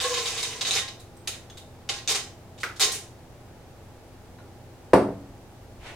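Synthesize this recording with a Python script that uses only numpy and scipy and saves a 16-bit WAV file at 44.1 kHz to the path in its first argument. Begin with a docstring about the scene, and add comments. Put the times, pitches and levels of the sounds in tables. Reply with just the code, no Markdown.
"""Small hard chips rattle from a glass cup into a metal pot in a live-sounding kitchen, over a fridge's hum.
The stream thins out, stuck clumps drop one after another, and a slap of the palm frees the last of them.
The cup is set down hard on the counter, soft footfalls follow, and something brushes by the stove.
Impacts are filtered noise bursts, struck bodies are sums of decaying sines, the brushing and the room air
are shaped noise, and the fridge is a set of wavering sines."""
import sys
import numpy as np
from scipy import signal
from scipy.fft import rfft, irfft
from scipy.io import wavfile

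SR = 44100
rng = np.random.default_rng(int(sys.argv[2]) if len(sys.argv) > 2 else 0)


def file_out(sig):
    """Save sig as 16-bit WAV at sys.argv[1]."""
    # one column per channel
    cols = np.atleast_2d(sig).T
    # limit, then scale
    lim = np.clip(cols, -1, 1)
    pcm = np.round(lim * 32767).astype(np.int16)
    wavfile.write(sys.argv[1], SR, pcm)


N = 262515
TIME = np.arange(N) / SR
TAIL = TIME[:SR]   # one second, the length of every impulse response

# kitchen reverberation: [f/Hz, t60/s]
ROOM_DECAY = [(80, 1), (250, 0.5), (600, 0.41), (1500, 0.35), (3500, 0.33), (7000, 0.33), (11000, 0.31),
              (16000, 0.27)]
# how alike both ears hear the reverberation: [f/Hz, likeness 0-1]
ROOM_LIKENESS = [(100, 1), (400, 0.93), (900, 0.7), (1600, 0.7), (3000, 0.12), (8000, 0.16), (16000, 0.033)]
# spectrum of the direct sound, dulled on its way: [f/Hz, level/dB]
DIRECT_SPECTRUM = [(100, -8), (500, -17.5), (1700, -4), (4000, -6), (16000, -14)]

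# flow of the steady pour, thinning as the cup empties: [t/s, level/dB]
POUR_FLOW = [(0, -28), (.2, -30.5), (.35, -31.5), (.44, -31.5), (.5, -36.5), (.6, -42)]
# clumps of chips landing: [t/s, duration/s, level/dB, lower band edge f/Hz, upper band edge f/Hz]
CLUMP_LANDINGS = [(.002, 0.015, 2, 1980, 5630), (0.039, 0.019, 0.5, 1980, 5140),
                  (0.141, 0.0067, 1.5, 1990, 5300), (.170, 0.025, 3.5, 2580, 6040),
                  (.258, 0.027, 4, 2600, 6700), (.379, 0.013, -1, 2800, 6660),
                  (0.429, 0.0029, 3.5, 4500, 7460), (.610, 0.0079, 5, 2650, 6750),
                  (0.65, 0.0061, 2.5, 2580, 6300), (.669, 0.021, 6.5, 2800, 7400),
                  (.709, 0.075, 13, 3120, 7800), (.880, 0.0055, -7, 2320, 5700),
                  (.997, 0.0079, -17.5, 5010, 14100), (1.274, 0.0041, 4.5, 5450, 9000),
                  (1.333, .008, -13, 1600, 3500), (1.572, 0.0065, -11.5, 1200, 14500),
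                  (1.890, .006, 6, 4460, 5500), (1.936, .05, -3.5, 2300, 6040),
                  (2.076, 0.043, 13, 3160, 7900), (2.148, .011, 7, 3960, 6400),
                  (2.579, 0.011, -18.5, 3000, 6500), (2.602, 0.015, -11, 4000, 9200),
                  (2.761, 0.012, -14, 4000, 9400), (2.797, .013, 10.5, 4130, 8700),
                  (2.810, .033, 16.5, 2880, 8800), (2.918, .003, 3, 18000, 8700),
                  (2.930, 0.028, 1, 14000, 8050)]
# spectrum radiated by the chips: [f/Hz, level/dB]
CHIP_SPECTRUM = [(100, -25.5), (350, 3), (800, 0), (1400, -4), (2100, -1.5), (3100, 0.5), (3900, -3.5),
                 (5500, -0.5), (7500, -1.5), (9500, -4.5), (12000, -7.5), (16000, -11.5)]
# modes of the pot's wall: [f/Hz, level/dB, t60/s]
POT_WALL_MODES = [(815, -15.5, 0.16), (1053, -14, 0.26), (1638, -18, 0.2), (1887, -19.5, 0.24),
                  (2595, -27, 0.086), (2856, -28.5, 0.067), (3095, -28, 0.4), (3612, -13, 0.038),
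                  (5150, -20, 0.088), (6330, -16.5, 0.2)]
# modes of the pot's bottom before the load lowers them: [f/Hz, level/dB, t60/s]
POT_BOTTOM_MODES = [(489, -4.5, 0.3), (797, -37, 0.078), (1068, -9.5, 0.14), (1695, -14, 0.081)]
# modes of the heap under a 0 dB clump, a dull thud: [f/Hz, level/dB, t60/s]
HEAP_MODES = [(385, -30, 0.025), (449, -26.5, 0.041)]

# motor lines of the fridge: [f/Hz, rms level/dB]
FRIDGE_LINES = [(91.5, -55), (118.4, -57), (253.0, -62), (339.1, -64), (360.7, -66.5), (818.3, -67)]
# spectrum of the room air, relative density: [f/Hz, level per Hz/dB]
AIR_SPECTRUM = [(20, -10.5), (32, -15), (45, -6), (80, -8.5), (125, -6), (155, -11), (260, -14.5),
                (500, -14), (820, -17.5), (1050, -23.5), (1600, -27), (3000, -32), (7000, -36),
                (16000, -43)]
# how alike both ears hear the room air: [f/Hz, likeness, at most 1]
AIR_LIKENESS = [(60, 0.96), (130, 0.87), (290, 0.84), (640, 0.86), (1410, 0.5), (3100, 0.03), (6820, 0),
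                (15000, -0.09)]

# light ticks of the cup as it is handled: [t/s, level/dB, f/Hz]
CUP_TICKS = [(1.168, -25.5, 8200), (1.499, -23.5, 6510), (1.500, -21.5, 3450), (4.387, -25.5, 1420)]
# touches of the palm on the cup: [t/s, level/dB]
PALM_TOUCHES = [(2.633, 4.5), (2.638, -1)]
# spectrum of the palm's pop: [f/Hz, level/dB]
PALM_SPECTRUM = [(150, -38), (380, -12), (750, -21.5), (1050, -13), (1400, 3), (2100, -7), (2900, -14.5),
                 (6500, -21), (10000, -28.5), (16000, -36)]
# modes of the cup's hollow: [f/Hz, level/dB, t60/s]
HOLLOW_MODES = [(1384, -8.5, 0.013), (1880, -9.5, 0.014)]

# cup on the counter, a graze, one edge and then the other: [t/s, level/dB]
CUP_KNOCKS = [(4.9328, 3), (4.9346, 19.5), (4.9526, 6.5)]
# spectrum of the cup's thud: [f/Hz, level/dB]
THUD_SPECTRUM = [(35, -33), (70, -14.5), (150, -12), (260, -4), (380, 1), (560, -2.5), (900, -6.5),
                 (1400, -15), (2200, -23), (3200, -31), (5000, -34), (7000, -42.5), (10000, -54),
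                 (16000, -59)]
# modes of the board bouncing under the cup: [f/Hz, level/dB, t60/s]
BOARD_MODES = [(270, -24, 0.074), (391, 2, 0.025), (643, -4, 0.016)]
# modes of the counter: [f/Hz, level/dB, t60/s]
COUNTER_MODES = [(124.6, -17, 0.34), (197.7, -12, 0.74), (281.7, -8.5, 0.71), (360, -9.5, 0.24),
                 (387, 0, 0.19), (503, -13, 0.33), (557, -8, 0.27), (613, -11, 0.43), (668, -24, 0.83),
                 (747, -24, 0.32), (870, -9, 0.26), (940, -13, 0.31), (1175, -22, 0.36)]
# modes of the glass: [f/Hz, level/dB, t60/s]
GLASS_MODES = [(4500, -42, .025), (8200, -31, 0.0066), (9800, -29, 0.0049), (13800, -40, .012)]

# soft footfalls: [t/s, level/dB]
FOOTFALLS = [(5.296, -16), (5.775, -13.5), (5.81, -14)]
# modes of the floor: [f/Hz, level/dB, t60/s]
FLOOR_MODES = [(36, -3, 0.15), (50.6, -3, 0.12)]
# swell of the brushing by the stove: [t/s, level/dB]
BRUSH_LEVEL = [(0, -100), (5.76, -94), (5.81, -55), (5.87, -40.5), (5.91, -42.5), (5.95, -48.5)]
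# spectrum of the brushing: [f/Hz, level/dB]
BRUSH_SPECTRUM = [(30, 8), (150, -18), (600, 0.5), (1200, -5), (2600, -3), (5000, -14.5), (9000, -20.5),
                  (16000, -44)]

SPOTS = 4   # places in the pot where chips land
LEAD_DB = 2.5   # a clump's first chip against the hardest that can follow
# chips thrown up by a clump: mean flight, strength against the clump, ratio of the band edges
REBOUND_S, REBOUND_DB, REBOUND_DULLING = 0.06, -19.5, 0.46
# a clump's first chip pings on bare metal; the pitch varies from ping to ping
PING_HZ, PING_T60_S, PING_DB, PING_SPREAD_OCTAVES = 3835, 0.023, -5.5, 0.025
COVERED_S, COVERING_S = 0.93, 0.13   # when the metal is half covered, and how gradually
# the growing load lowers the bottom's pitch: final share, time scale
LOAD_SAG, LOAD_S = 0.07, 0.27
# surges of the pour thump the bottom
FIRST_SURGE_S, SURGE_EVERY_S, SURGE_JITTER_S, SURGE_DB = 0.0418, 0.063, 0.0034, 6
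# thump of a 0 dB clump before cushioning, and dB gained per dB of clump strength
CLUMP_THUMP_DB, THUMP_GROWTH = -12.5, 1.425
# the growing heap softens every thump: final loss, time scale
CUSHION_DB, CUSHION_S = 13, 0.2
HEAP_MUFFLES_DB = 5   # further loss of the higher modes, per octave, under a full cushion
AIR_DB = -48.5   # rms level of the room air
CUTOFF_HZ = 16000


def from_db(db):
    """Amplitude ratio: twenty decibels make a factor of ten."""
    return 10 ** (np.asarray(db) / 20)


def unit(x):
    """Normalization: scale to an energy of one."""
    return x / np.sqrt(np.sum(x ** 2, axis=-1, keepdims=True) + 1e-20)


def frequencies(size):
    """Discrete spectrum: the frequencies in Hz for this many samples."""
    return np.arange(size // 2 + 1) * SR / size + 1e-9


def in_time(rows, t):
    """Linear interpolation of a curve at times t."""
    return np.interp(t, *np.transpose(rows))


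def at_hz(points, hz):
    """Linear interpolation of a table on a log-frequency axis."""
    f, value = np.transpose(points)
    return np.interp(np.log(hz), np.log(f), value)


def add(track, s, sound):
    """Superposition: mix a sound in at time s."""
    i = max(0, int(s * SR))
    track[i:i + len(sound)] += sound[:N - i]


def through(x, response):
    """Linear system: convolve a sound with an impulse response."""
    return signal.fftconvolve(np.atleast_2d(x), np.atleast_2d(response), axes=-1)[:, :N]


def pulse(spectrum, size=SR):
    """Minimum phase: the most compact causal pulse with this spectrum, by folding its cepstrum."""
    log_gain = np.log(from_db(at_hz(spectrum, frequencies(size))))
    cepstrum = irfft(log_gain)
    cepstrum[1:size // 2] *= 2
    cepstrum[size // 2 + 1:] = 0
    return irfft(np.exp(rfft(cepstrum)))


def fading(t60):
    """Exponential decay: 60 dB are lost in t60 seconds."""
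    return np.exp(-np.log(1000) * TAIL / t60)


def ringing(modes):
    """Modal superposition: decaying sines of alternating sign, each with the energy of its row."""
    total = 0
    for k, (hz, db, t60) in enumerate(modes):
        mode = unit(np.sin(2 * np.pi * hz * TAIL) * fading(t60))
        total = total + (-1) ** k * from_db(db) * mode
    return total


def blows(rows, response):
    """Time invariance: the same body responds alike at each row's time, scaled by its strength."""
    out = np.zeros(N)
    for s, db in rows:
        add(out, s, from_db(db) * response)
    return out


def wobble(count):
    """Random modulation: straight lines between count random values of spread one."""
    return np.interp(TIME, np.linspace(0, TIME[-1], count), rng.standard_normal(count))


def diffuse(size, likeness=ROOM_LIKENESS):
    """Diffuse field: stereo noise, alike in the bass and nearly unrelated in the treble."""
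    alike = np.clip(at_hz(likeness, frequencies(size)), 0, 0.999)
    mid, side = rfft(rng.standard_normal((2, size)))
    shared = np.sqrt((1 + alike) / 2) * mid
    opposed = np.sqrt((1 - alike) / 2) * side * [[1], [-1]]
    return irfft(shared + opposed, size)


def kitchen(build_s=0.0026, near_gain=2.43, near_s=0.0048):
    """Reverberation: direct sound, strong echoes off nearby surfaces, then a tail dying band by band."""
    noise, tail = rfft(diffuse(SR)), 0
    centres = np.geomspace(60, 16000, 12)
    for hz, share in zip(centres, np.eye(len(centres))):
        weight = at_hz(list(zip(centres, share)), frequencies(SR))   # overlapping triangles
        tail = tail + irfft(noise * weight, SR) * fading(at_hz(ROOM_DECAY, hz))
    build_up = 1 - np.exp(-TAIL / build_s)
    near_echoes = 1 + near_gain * np.exp(-TAIL / near_s)
    return unit(unit(tail * build_up * near_echoes) + pulse(DIRECT_SPECTRUM))


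def contact(fade_s, size=1024):
    """Rough contact: a burst of tiny slips, as noise that fades at once."""
    return unit(rng.standard_normal(size) * np.exp(-TIME[:size] / fade_s))


def chip(low_hz, high_hz, ring_hz=3750, ring_octaves=0.13, ring_s=0.0014, ring_db=-1.5, size=1024):
    """Impact excitation: a chip gives a click in a broad band and a brief ring at a pitch of its own."""
    f = 1j * frequencies(size)
    top = f / high_hz
    low_cut = f / (f + low_hz)   # gentle
    high_cut = 1 / ((1 + top) * (1 + top + top ** 2))   # steep
    click = unit(irfft(rfft(contact(fade_s=0.00039)) * low_cut * high_cut))
    hz = ring_hz * 2 ** (ring_octaves * rng.standard_normal())
    ring = unit(np.sin(2 * np.pi * hz * TIME[:size]) * np.exp(-TIME[:size] / ring_s))
    excited = hz ** 2 / (hz ** 2 + low_hz ** 2)   # a thin, high click hardly wakes the ring
    return unit(click + from_db(ring_db) * excited * ring)


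def spread(length, count):
    """Stratified chance: one random moment in each of count equal parts of a length."""
    return length * (np.arange(count) + rng.random(count)) / count


def stream(low_hz=2000, high_hz=7700, uneven_db=3.5, count=140):
    """Granular flow: chips of uneven size strike the heap and each other in quick succession."""
    out, length = np.zeros((SPOTS, N)), POUR_FLOW[-1][0]
    times = spread(length, count)
    uneven = np.clip(rng.standard_normal(count), -2, 1.3)
    sizes = unit(from_db(uneven_db * uneven)) * np.sqrt(length * SR)   # mean power of one
    sizes = sizes * from_db(in_time(POUR_FLOW, times))
    for k, (s, size) in enumerate(zip(times, sizes)):
        add(out[k % SPOTS], s, size * chip(low_hz, high_hz, ring_db=-19.0))
    return out


def clumps(uneven_db=11.0, count=18, rebound_count=6):
    """Impact cluster: a hard first chip, others in a quick run, then weaker, duller rebounds."""
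    out = np.zeros((SPOTS, N))
    for s, length, db, low_hz, high_hz in CLUMP_LANDINGS:
        delays = spread(length, count)
        sizes = from_db(-uneven_db * rng.random(count))
        delays[0], sizes[0] = 0, from_db(LEAD_DB)
        for k, (delay, size) in enumerate(zip(delays, unit(sizes))):
            add(out[k % SPOTS], s + delay, from_db(db) * size * chip(low_hz, high_hz))

        flights = spread(2 * REBOUND_S, rebound_count)
        sizes = from_db(db + REBOUND_DB) * unit(np.exp(-flights / REBOUND_S))
        for k, (flight, size) in enumerate(zip(flights, sizes)):
            bounce = chip(low_hz * REBOUND_DULLING, high_hz * REBOUND_DULLING)
            add(out[k % SPOTS], s + length + flight, size * bounce)
    return out


def pot(wall_db=-6.0):
    """Forced vibration: clicks, with echoes for each landing spot, set the pot's wall ringing."""
    heard = sum(through(spot, kitchen()) for spot in clumps() + stream())
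    clicks = through(heard, pulse(CHIP_SPECTRUM))
    return clicks + from_db(wall_db) * through(clicks, ringing(POT_WALL_MODES))


def pings(follows=0.53):
    """Local resonance: a clump's first chip rings bare metal, louder for a heavier clump."""
    out = np.zeros(N)
    for s, _, db, *_ in CLUMP_LANDINGS:
        exposed = (1 - np.tanh((s - COVERED_S) / COVERING_S)) / 2   # share of bare metal
        hz = PING_HZ * 2 ** (PING_SPREAD_OCTAVES * rng.standard_normal())
        add(out, s, exposed * from_db(PING_DB + follows * db) * ringing([(hz, 0, PING_T60_S)]))
    return out


def bare_share(s):
    """Damping by a layer: how much of the bottom the heap has yet to cushion, from 1 to 0."""
    return np.exp(-(s / CUSHION_S) ** 2)


def thumps(uneven_db=0.5, count=9):
    """Momentum transfer: surges and clump centres strike the bottom, as (t/s, level/dB) pairs."""
    jitter, uneven = rng.standard_normal((count, 2)).T
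    surge_times = FIRST_SURGE_S + SURGE_EVERY_S * np.arange(count) + SURGE_JITTER_S * jitter
    surges = zip(surge_times, SURGE_DB + uneven_db * uneven)
    landings = [(s + length / 2, CLUMP_THUMP_DB + THUMP_GROWTH * db)
                for s, length, db, *_ in CLUMP_LANDINGS]
    return [(s, db - CUSHION_DB * (1 - bare_share(s))) for s, db in [*surges, *landings]]


def drumming(room, room_db=-4.0, rise_s=0.0051, jostle=1.0):
    """Mass loading: the bottom hums at a sinking pitch; blows swell it while its phase is jostled."""
    out, hits, lowest_hz = np.zeros(N), thumps(), POT_BOTTOM_MODES[0][0]
    pitch_ratio = 1 - LOAD_SAG * (1 - np.exp(-(TIME / LOAD_S) ** 2))
    load_time = np.cumsum(pitch_ratio) / SR
    for hz, db, t60 in POT_BOTTOM_MODES:
        swell = unit((1 - np.exp(-TAIL / rise_s)) * fading(t60))
        power = np.zeros(N)
        for s, strength in hits:
            muffled_db = HEAP_MUFFLES_DB * np.log2(hz / lowest_hz) * (1 - bare_share(s))
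            add(power, s, (from_db(db + strength - muffled_db) * swell) ** 2)
        phase = 2 * np.pi * hz * load_time + jostle * hz / lowest_hz * wobble(count=360)
        out += np.sqrt(2 * power) * np.sin(phase)
    return out + from_db(room_db) * through(out, room)


def thuds(room):
    """Heavy damping: a clump's weight lands in the heap with a short, dull thud."""
    landings = [(s + length / 2, THUMP_GROWTH * db) for s, length, db, *_ in CLUMP_LANDINGS]
    return through(blows(landings, ringing(HEAP_MODES)), room)


def fridge(waver_rad=0.33):
    """Line spectrum: motor tones of slightly wavering phase over the broadband rush of room air."""
    hum = 0
    for hz, db in FRIDGE_LINES:
        phase = 2 * np.pi * (hz * TIME + rng.random()) + waver_rad * wobble(count=30)
        hum = hum + from_db(db) * np.sqrt(2) * np.sin(phase)
    air = through(diffuse(N, AIR_LIKENESS), unit(pulse(AIR_SPECTRUM)))
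    return hum + from_db(AIR_DB) * air


def ticks(tick_t60=0.025, click_db=-3.0):
    """Light impact: each tick of the cup is a click with one brief ring."""
    out = np.zeros(N)
    for s, db, hz in CUP_TICKS:
        add(out, s, from_db(db) * ringing([(hz, 0, tick_t60)]))
        add(out, s, from_db(db + click_db) * chip(hz, hz))
    return out


def slap(near_db=0.0, pop_db=-2.5):
    """Cavity resonance: two quick touches of the palm pop the hollow cup, which faces the listener."""
    hollow = ringing(HOLLOW_MODES)
    pop = unit(unit(pulse(PALM_SPECTRUM)) + hollow)
    echoed = sum(through(blows([touch], pop), kitchen()) for touch in PALM_TOUCHES)
    return from_db(near_db) * blows(PALM_TOUCHES, hollow) + from_db(pop_db) * echoed


def knock(room, ring_db=-0.5, thud_db=0.0, press_hz=900, lowest_hz=50):
    """Coupled bodies: the thudding cup makes the board bounce; the hardest blow rings the counter."""
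    thud = from_db(thud_db) * unit(pulse(THUD_SPECTRUM)) + ringing(GLASS_MODES)
    hardest = max(CUP_KNOCKS, key=lambda row: row[1])
    counter = from_db(ring_db) * blows([hardest], ringing(COUNTER_MODES))
    wood = blows(CUP_KNOCKS, ringing(BOARD_MODES)) + counter
    wood = signal.lfilter(*signal.butter(1, press_hz, fs=SR), wood)   # the wood gives way softly
    bass_cut = signal.butter(2, lowest_hz, "high", fs=SR)   # the knock carries little deep bass
    return signal.lfilter(*bass_cut, through(blows(CUP_KNOCKS, thud), room) + wood)


def footfalls():
    """Low-frequency modes: soft steps set the floor swinging."""
    return blows(FOOTFALLS, ringing(FLOOR_MODES))


def brush():
    """Friction noise: a short smooth rub, as shaped noise under a swell."""
    return from_db(in_time(BRUSH_LEVEL, TIME)) * through(diffuse(N), unit(pulse(BRUSH_SPECTRUM)))


def scene(pot_right_db=0.65):
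    """Superposition in one room: level differences set the stove a little to the right."""
    room = kitchen()
    balance = from_db([[-pot_right_db], [pot_right_db]])   # left, right
    stove = (pot() + slap() + through(pings() + ticks(), room)) * balance
    pour_weight = drumming(room) + thuds(room)
    return stove + pour_weight + fridge() + knock(room) + footfalls() + brush()


def record(dry):
    """Saturation and band limiting: the highest peaks are rounded off and the top is cut."""
    rounded = dry / (1 + dry ** 6) ** (1 / 6)
    low_pass = signal.ellip(10, 0.1, 80, CUTOFF_HZ, fs=SR, output="sos")
    return signal.sosfilt(low_pass, rounded)


dry = scene()
out = record(dry)
file_out(out)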